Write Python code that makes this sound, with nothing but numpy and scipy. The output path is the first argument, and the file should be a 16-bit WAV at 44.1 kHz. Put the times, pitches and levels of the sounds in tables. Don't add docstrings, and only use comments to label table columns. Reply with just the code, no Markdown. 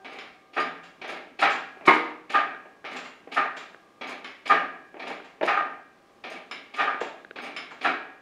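import sys
import numpy as np
from scipy import signal
from scipy.fft import rfft, irfft, next_fast_len
from scipy.io import wavfile

SR = 44100
rng = np.random.default_rng(int(sys.argv[2]) if len(sys.argv) > 2 else 0)


def output_pcm(signal):
    pcm = np.clip(np.atleast_2d(signal).T, -1, 1) * 32767
    wavfile.write(sys.argv[1], SR, np.round(pcm).astype(np.int16))


N = 362061
SIZE, LEAD_S = 2 ** 15, .03
TOP_HZ = 15700

# pitch_hz, t60_s
GARAGE_DECAY = [(100, 0.57), (170, 1.0), (300, 0.75), (700, 0.6), (1800, 0.59), (4800, 0.5), (8000, 0.39),
                (14000, 0.46)]
# centre_hz, width_hz, gain_db
STANDING_WAVES = [(178.6, 7.4, 5), (226.4, 16, -9), (242.5, 5.4, 7.5), (318, 11.3, -6), (372, 12, -4),
                  (522, 34, -7), (856, 12.4, -17), (870, 23, 4), (994, 75, -4), (1481, 10, -22.5),
                  (1960, 79, -1.5), (2070, 43, 0.5), (2297, 10, -2), (2770, 10, 0), (3140, 17, -5.5)]
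# pitch_hz, relative_db
AIR_COLOUR = [(12, -25.5), (20, -13.5), (92, -10.5), (225, 0), (306, 2.5), (404, 1), (686, -1), (767, -7),
              (906, -7.5), (1130, -1), (1340, -9.5), (1670, -12.5), (1870, -9.5), (6020, -22.5),
              (15500, -37.5)]
FRAME_COLOUR = [(40, -40), (110, -53), (170, -15), (215, -32), (370, 3.5), (520, -9.5), (1000, 6.5),
                (1600, -4), (2200, 0.5), (3000, -12), (4000, -21.5), (6000, -35), (11000, -48),
                (15500, -67)]
KNOCK_COLOUR = [(80, -5.5), (250, -1), (480, 6), (800, 5.5), (1300, -10), (2400, -8), (3500, -26.5),
                (8000, -63)]
TICK_COLOUR = [(100, -21), (400, 6.5), (900, -18), (1500, 1), (2200, -12), (2700, -18), (3900, -15),
               (5000, -58), (12000, -60)]
LINK_COLOUR = [(80, -49), (250, 5), (1000, 5.5), (2200, 9.5), (3800, 2), (4500, -7), (5200, -3.5),
               (6200, -19), (7000, -11.5), (8000, -36), (9600, -24), (11000, -32), (15000, -65)]
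SETTLE_COLOUR = [(80, -34.5), (170, -2), (700, 8), (2000, 8.5), (3500, 2), (5500, -8), (7400, -11.5),
                 (8300, -21.5), (11000, -30), (15000, -45)]
SLIP_COLOUR = [(200, -36), (2500, 17), (5000, 7.5), (7000, 6), (8200, -0.5), (11000, -2), (13000, -18),
               (15500, -20)]
PIVOT_COLOUR = [(60, -28), (130, -31.5), (180, -8.5), (260, 3), (400, 3.5), (520, 7), (750, 4.5),
                (1400, 0.5), (2400, 3), (4200, -8), (6300, -24), (8000, -37.5), (10000, -35.5),
                (15000, -73.5)]
LEVER_COLOUR = [(50, -55.5), (120, -61), (170, -11.5), (215, -14), (260, -1), (540, 2.5), (720, 7),
                (950, 6), (1300, 9), (2400, 1), (3400, -10), (6000, -28.5), (11000, -54.5), (15500, -66.5)]
# pitch_hz, relative_db, t60_s
OPENING_RING = [(764, -52.5, 2.5), (1580, -62, 0.83), (386, -56.5, 0.95)]
FRAME_RING = [(173, -14.5, 0.25), (245, -12, 0.61), (311, -7.5, 0.75), (386, 2, 0.29), (478, -10, 0.82),
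              (640, -32, 0.86), (736, -16, .6), (931, 1.5, 0.46), (1060, -11, 0.3), (1083, 0.5, 0.22),
              (1233, 1.5, 0.47), (1450, -6.5, 0.56), (1763, -36, 0.15), (1980, -19, 0.22),
              (2040, -14, 0.62), (2130, -10, 0.56), (2140, -5, .49), (2270, -10, 0.33), (2600, -40, .35),
              (2970, -15, .41), (3880, -21, 0.55)]
LINK_RING = [(826, -26, 1), (1160, 3.5, 0.39), (1740, -21, .6), (2160, -33, .5), (2180, 1.5, 0.79),
             (2310, 3.5, 0.6), (2500, -5, 0.29), (3080, 0, 0.43), (3620, -10, .3)]
SETTLE_RING = [(2760, 3, 0.53), (3320, 0, 0.47), (7000, -8.5, 0.45), (7440, -11, .4)]
SLIP_RING = [(4880, 6.5, .4), (5270, 2.5, .35), (6900, -0.5, 0.45), (8720, -6, .35), (9260, -7, 0.38),
             (11100, -16, 0.21)]
WASHER_RING = [(5000, 2, 0.27), (6450, -2, 0.33), (8640, -12, .3), (12317, -18, .3), (12807, -16, .2),
               (13650, -17, 0.23)]
PIVOT_RING = [(255, -8, .6), (384, -9, .55), (760, -7, .55), (800, -5, .6), (1205, -2, .6), (1315, -7, .5),
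              (1610, -11, .7), (1820, -8, .55), (2135, -6, .5), (2272, 1, .5), (2363, -2, .5),
              (2560, -7, .45), (3330, -11, .4)]
LEVER_RING = [(271, -23.5, 0.94), (443, -26.5, 0.69), (708.5, -5, 0.17), (765, -12.5, 0.97),
              (801.4, -1, 0.44), (1272, 1.5, 0.25), (1278, -10.5, 0.47), (1407, -14.5, 0.23),
              (1543, -20, 0.81), (1652, -10.5, 1), (1725, -14.5, 0.57), (1810, -35, 0.97),
              (1872, -6.5, 0.64), (1840, -21.5, 0.82), (2240, -18, .5), (2274, -11, 0.54),
              (2380, -13, 0.78), (2440, -14, 0.22), (2530, -10.5, 0.52), (3200, -35, 0.37),
              (3910, -20, 0.37)]
HANDLE_PAIR = [(1210, 0.5, 0.3), (1216, -0.75, 0.53)]
HANDLE_LONG_RING = [(1582, -18, 0.74), (1815, -12.5, 0.27), (1794, -15, 0.63)]
# pitch_hz, level_db
FRAME_HUM = [(800, -70.5), (1205, -69), (1600, -72.5)]
# pitch_ratio, relative_db, t60_s
CLINK_PARTIALS = [(.95, 8, 0.17), (0.982, 20, 0.25), (0.998, 11.5, 0.13), (1.038, 4.5, 0.13),
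                  (1.37, 4, 0.25), (1.79, 1.5, 0.28), (1.86, -11, 0.22)]

# start_s, level_db, pitch_hz, life_s
CLOSE_KNOCKS = [(1.769, -46.5, 380, 0.0033), (1.81, -35.5, 815, 0.00084), (2.651, -46.5, 373, 0.0062),
                (3.273, -40.5, 453, 0.0019), (4.942, -36.5, 405, .002), (4.967, -37.5, 359, .0018),
                (5.1, -33, 454, .0055), (5.411, -22, 655, 0.0018), (5.429, -20, 636, 0.0033),
                (7.013, -26, 483, 0.0031)]
# start_s, level_db
CLOSE_TICKS = [(2.548, -37), (2.843, -36.5), (3.746, -40.5), (5.201, -36.5), (5.429, -22), (6.945, -29),
               (7.248, -37.5), (7.31, -32.5), (7.387, -31.5)]
# start_s, level_db
FRAME_JOLTS = [(1.876, -13.5)]
# start_s, level_db, clink_hz, clink_db, boom_db
LINK_DROPS = [(0.1863, -38, 5230, -24, -24), (0.6, -33, 4910, -14.5, -2), (4.2441, -36, 4700, -39, -30),
              (6.512, -33.8, 5250, -18, -25), (7.5642, -33, 5254, -14.5, -14)]
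# start_s, level_db, treble_db
SETTLINGS = [(0.8342, -47, -0.5), (1.5051, -33, 0.5), (2.9626, -37, 1), (3.049, -42.5, -2.5),
             (3.5677, -38, 0.5), (5.0824, -46.5, -1), (5.2444, -47.5, -3.5), (7.007, -36.5, 0),
             (7.7097, -41, -8.5)]
# start_s, click_db, rattle_db, washer_db, washer_hz
RETURN_SWINGS = [(0.047, -41, -43.5, -71, 6500), (1.0155, -39.5, -33.5, -61, 6200),
                 (1.854, -38, -31, -61, 6500), (2.848, -36, -38.5, -67, 6300),
                 (4.0117, -36, -36, -55.5, 6800), (4.996, -39.5, -35, -73, 7100),
                 (6.2391, -37.5, -39, -60, 8700), (7.3583, -38.5, -36.5, -58, 8700)]
# delay_s, relative_db
PIVOT_RATTLE = [(0.03, -4.5), (.07, -0.5), (.104, -4.5)]
# stop_s, level_db, rise_s, slack_s, take_up_db, bass_db, treble_db, sing_db
PUSH_STROKES = [(0.57, -24.5, .0033, .036, -48, 5.5, 1, 3.5),
                (1.425, -16.5, 0.0038, .033, -33, -1.5, 3.5, -13),
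                (2.344, -19.5, .0044, 0.046, -37.5, 0, 0.1, 5),
                (3.371, -20.5, 0.0039, 0.052, -38.5, -1.5, -2.5, 3.5),
                (4.504, -18, .0047, 0.046, -36, 2.5, 0, 6), (5.479, -20.5, 0.0032, .051, -39.5, -4, 2, 4.5),
                (6.794, -23, 0.0091, 0.054, -41.5, 3, 5, 2),
                (7.849, -20.5, 0.0051, 0.037, -39, 3.5, 1.9, -16)]
# share_of_slack, relative_db (to the take-up)
SLACK_SLIPS = [(0.059, -16), (.45, -10.5), (0.951, -15)]
# start_s, level_db, sing_db
STOP_REBOUNDS = [(5.569, -25.5, 7), (6.876, -27, 6.5)]


def amp(db):
    return 10 ** (np.asarray(db) / 20)


def unit(x):
    return x / np.sqrt(np.mean(x ** 2) + 1e-20)


def along(points, hz):
    pitches, values = np.transpose(points)
    return np.interp(np.log(hz + 1), np.log(pitches + 1), values)


def noise(colour, size):
    hz = np.fft.rfftfreq(size, 1 / SR)
    return unit(irfft(rfft(rng.standard_normal(size)) * amp(along(colour, hz)), size))


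def wobble(rate_hz, size):
    knots = rng.standard_normal(size // 50)
    return np.interp(np.arange(size) * rate_hz / SR, np.arange(len(knots)), knots)


def add(track, contact_s, sound):
    start = max(round((contact_s - LEAD_S) * SR), 0)
    track[start:start + SIZE] += sound[:N - start]


def tinted(sound, bass_db, treble_db):
    tilt = [(400, bass_db), (900, 0), (1500, 0), (3200, treble_db)]
    return irfft(rfft(sound) * amp(along(tilt, np.fft.rfftfreq(SIZE, 1 / SR))))


def standing_waves(hz):
    return amp(sum(db * np.exp(-((hz - centre) / width) ** 2 / 2) for centre, width, db in STANDING_WAVES))


def clash(colour, scatter_db=3):
    hz = np.fft.rfftfreq(SIZE, 1 / SR)
    centres_hz = np.arange(0, SR / 2, 45)
    scatter = np.interp(hz, centres_hz, rng.standard_normal(len(centres_hz))) * hz / (hz + 1200)
    spectrum = rfft(noise(colour, SIZE)) * standing_waves(hz) * amp(scatter_db * scatter)
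    bands_hz, times_s, bands = signal.stft(unit(irfft(spectrum)), SR, nperseg=512)
    decay = amp(-60 * np.maximum(times_s - LEAD_S, 0) / along(GARAGE_DECAY, bands_hz)[:, None])
    return signal.istft(bands * decay, SR, nperseg=512)[1][:SIZE]


def ringing(modes):
    t = np.arange(SIZE) / SR - LEAD_S
    out = np.zeros(SIZE)
    for hz, db, t60_s in modes:
        drift_hz = 35 + hz / 90
        phase = 2 * np.pi * (hz * t + rng.random()) + .7 * wobble(drift_hz, SIZE)
        level_db = db + 1.5 * rng.standard_normal() + 2 * wobble(drift_hz, SIZE)
        out += amp(level_db - 60 * np.maximum(t, 0) / t60_s) * np.sin(phase)
    return out


def strike(colour, modes=(), ring_db=0, rise_s=.00095, early_db=-20, early_s=.089, chatter_db=-1):
    t = np.arange(SIZE) / SR - LEAD_S
    age = np.maximum(t, 0)
    chatter = amp(chatter_db * wobble(180, SIZE) * np.exp(-age / .12))
    attack = (1 + np.tanh(t / rise_s / 2)) / 2
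    early = 1 + amp(early_db) * np.exp(-age / early_s)
    steel = chatter * clash(colour) + amp(ring_db) * ringing(modes)
    return attack * early * steel / (1 + amp(early_db))


def background():
    t = np.arange(N) / SR
    air = amp(-59 + .71 * wobble(3.93, N)) * noise(AIR_COLOUR, N)
    hum = sum(amp(db + 4.2 * wobble(5.8, N)) * np.sin(2 * np.pi * hz * t + wobble(30, N))
              for hz, db in FRAME_HUM)
    return air + hum


def tap(colour, pitch_hz, tone_db, life_s, room_db):
    age = np.maximum(np.arange(SIZE) / SR - LEAD_S, 0)
    body = noise(colour, SIZE) + amp(tone_db) * np.sin(2 * np.pi * pitch_hz * age)
    swell = age / life_s * np.exp(1 - age / life_s)
    low_cut = signal.butter(3, 260, "highpass", fs=SR, output="sos")
    return signal.sosfilt(low_cut, swell * body + amp(room_db) * strike(colour))


def close_taps():
    out = np.zeros(N)
    for start_s, db, pitch_hz, life_s in CLOSE_KNOCKS:
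        knock = tap(KNOCK_COLOUR, pitch_hz, tone_db=1, life_s=max(life_s, .001), room_db=-7)
        add(out, start_s, amp(db) * knock)
    for start_s, db in CLOSE_TICKS:
        tick = tap(TICK_COLOUR, pitch_hz=1540, tone_db=4, life_s=.00075, room_db=-37)
        add(out, start_s, amp(db) * tick)
    return out


def chink():
    return strike(SLIP_COLOUR, SLIP_RING, ring_db=-12, rise_s=.0013,
                  early_db=-3.5, early_s=.044, chatter_db=4.5)


def small_parts(boom_hz=171, boom_t60_s=1.3):
    out = np.zeros(N)
    for start_s, db, clink_hz, clink_db, boom_db in LINK_DROPS:
        clink = [(ratio * clink_hz, level + clink_db, t60) for ratio, level, t60 in CLINK_PARTIALS]
        modes = LINK_RING + clink + [(boom_hz, boom_db, boom_t60_s)]
        drop = strike(LINK_COLOUR, modes, ring_db=-11, rise_s=.0002, early_db=-9.5, early_s=.005)
        add(out, start_s, amp(db) * drop)
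    for start_s, db, treble_db in SETTLINGS:
        shift = strike(SETTLE_COLOUR, SETTLE_RING, ring_db=-13, rise_s=.0017)
        add(out, start_s, amp(db) * tinted(shift, bass_db=0, treble_db=treble_db))
    return out


def frame():
    out = np.zeros(N)
    add(out, 0, ringing(OPENING_RING))
    for start_s, db in FRAME_JOLTS:
        add(out, start_s - .016, amp(db - 30.5) * chink())
        jolt = strike(FRAME_COLOUR, FRAME_RING, ring_db=-3, rise_s=.0014, early_db=-5, early_s=.099)
        add(out, start_s, amp(db) * jolt)
    return out


def click(rise_s):
    return strike(PIVOT_COLOUR, PIVOT_RING, ring_db=-6, rise_s=rise_s)


def lever_returns(scatter_s=.004, washer_delay_s=.061, slip_delay_s=.081):
    out = np.zeros(N)
    for start_s, click_db, rattle_db, washer_db, washer_hz in RETURN_SWINGS:
        add(out, start_s, amp(click_db) * click(rise_s=.00067))
        for delay_s, db in PIVOT_RATTLE:
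            contact = tinted(click(rise_s=.0016), bass_db=1, treble_db=-2.5)
            add(out, start_s + delay_s + scatter_s * rng.standard_normal(), amp(rattle_db + db) * contact)
        modes = WASHER_RING + [(washer_hz, -2, .35)]
        washer = strike(SLIP_COLOUR, modes, ring_db=1, rise_s=.0008, chatter_db=8.5)
        add(out, start_s + washer_delay_s, amp(washer_db) * washer)
        add(out, start_s + slip_delay_s, amp(rattle_db - 16) * chink())
    return out


def clunk(rise_s, sing_db, long_ring_db=4):
    pair = [(hz, db + sing_db, t60) for hz, db, t60 in HANDLE_PAIR]
    linger = [(hz, db + sing_db + long_ring_db, t60) for hz, db, t60 in HANDLE_LONG_RING]
    modes = LEVER_RING + pair + linger
    return strike(LEVER_COLOUR, modes, ring_db=-4, rise_s=rise_s, early_db=-5, early_s=.15)


def lever_pushes():
    out = np.zeros(N)
    for stop_s, db, rise_s, slack_s, take_up_db, bass_db, treble_db, sing_db in PUSH_STROKES:
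        start_s = stop_s - slack_s
        snap = tinted(click(rise_s=.0014), bass_db=.5, treble_db=3.5)
        add(out, start_s, amp(take_up_db) * snap)
        for share, slip_db in SLACK_SLIPS:
            add(out, start_s + share * slack_s, amp(take_up_db + slip_db) * chink())
        add(out, stop_s, amp(db) * tinted(clunk(rise_s, sing_db), bass_db, treble_db))
    for start_s, db, sing_db in STOP_REBOUNDS:
        rebound = tinted(clunk(rise_s=.0031, sing_db=sing_db), bass_db=-.5, treble_db=-6.5)
        add(out, start_s, amp(db) * rebound)
    return out


def scene():
    hoist = lever_pushes() + lever_returns() + frame() + small_parts()
    return (hoist + close_taps() + background())[None]


def record(dry):
    size = next_fast_len(N + SR)
    passband = np.fft.rfftfreq(size, 1 / SR) < TOP_HZ
    return irfft(rfft(dry, size) * passband, size)[..., :N]


dry = scene()
out = record(dry)
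output_pcm(out)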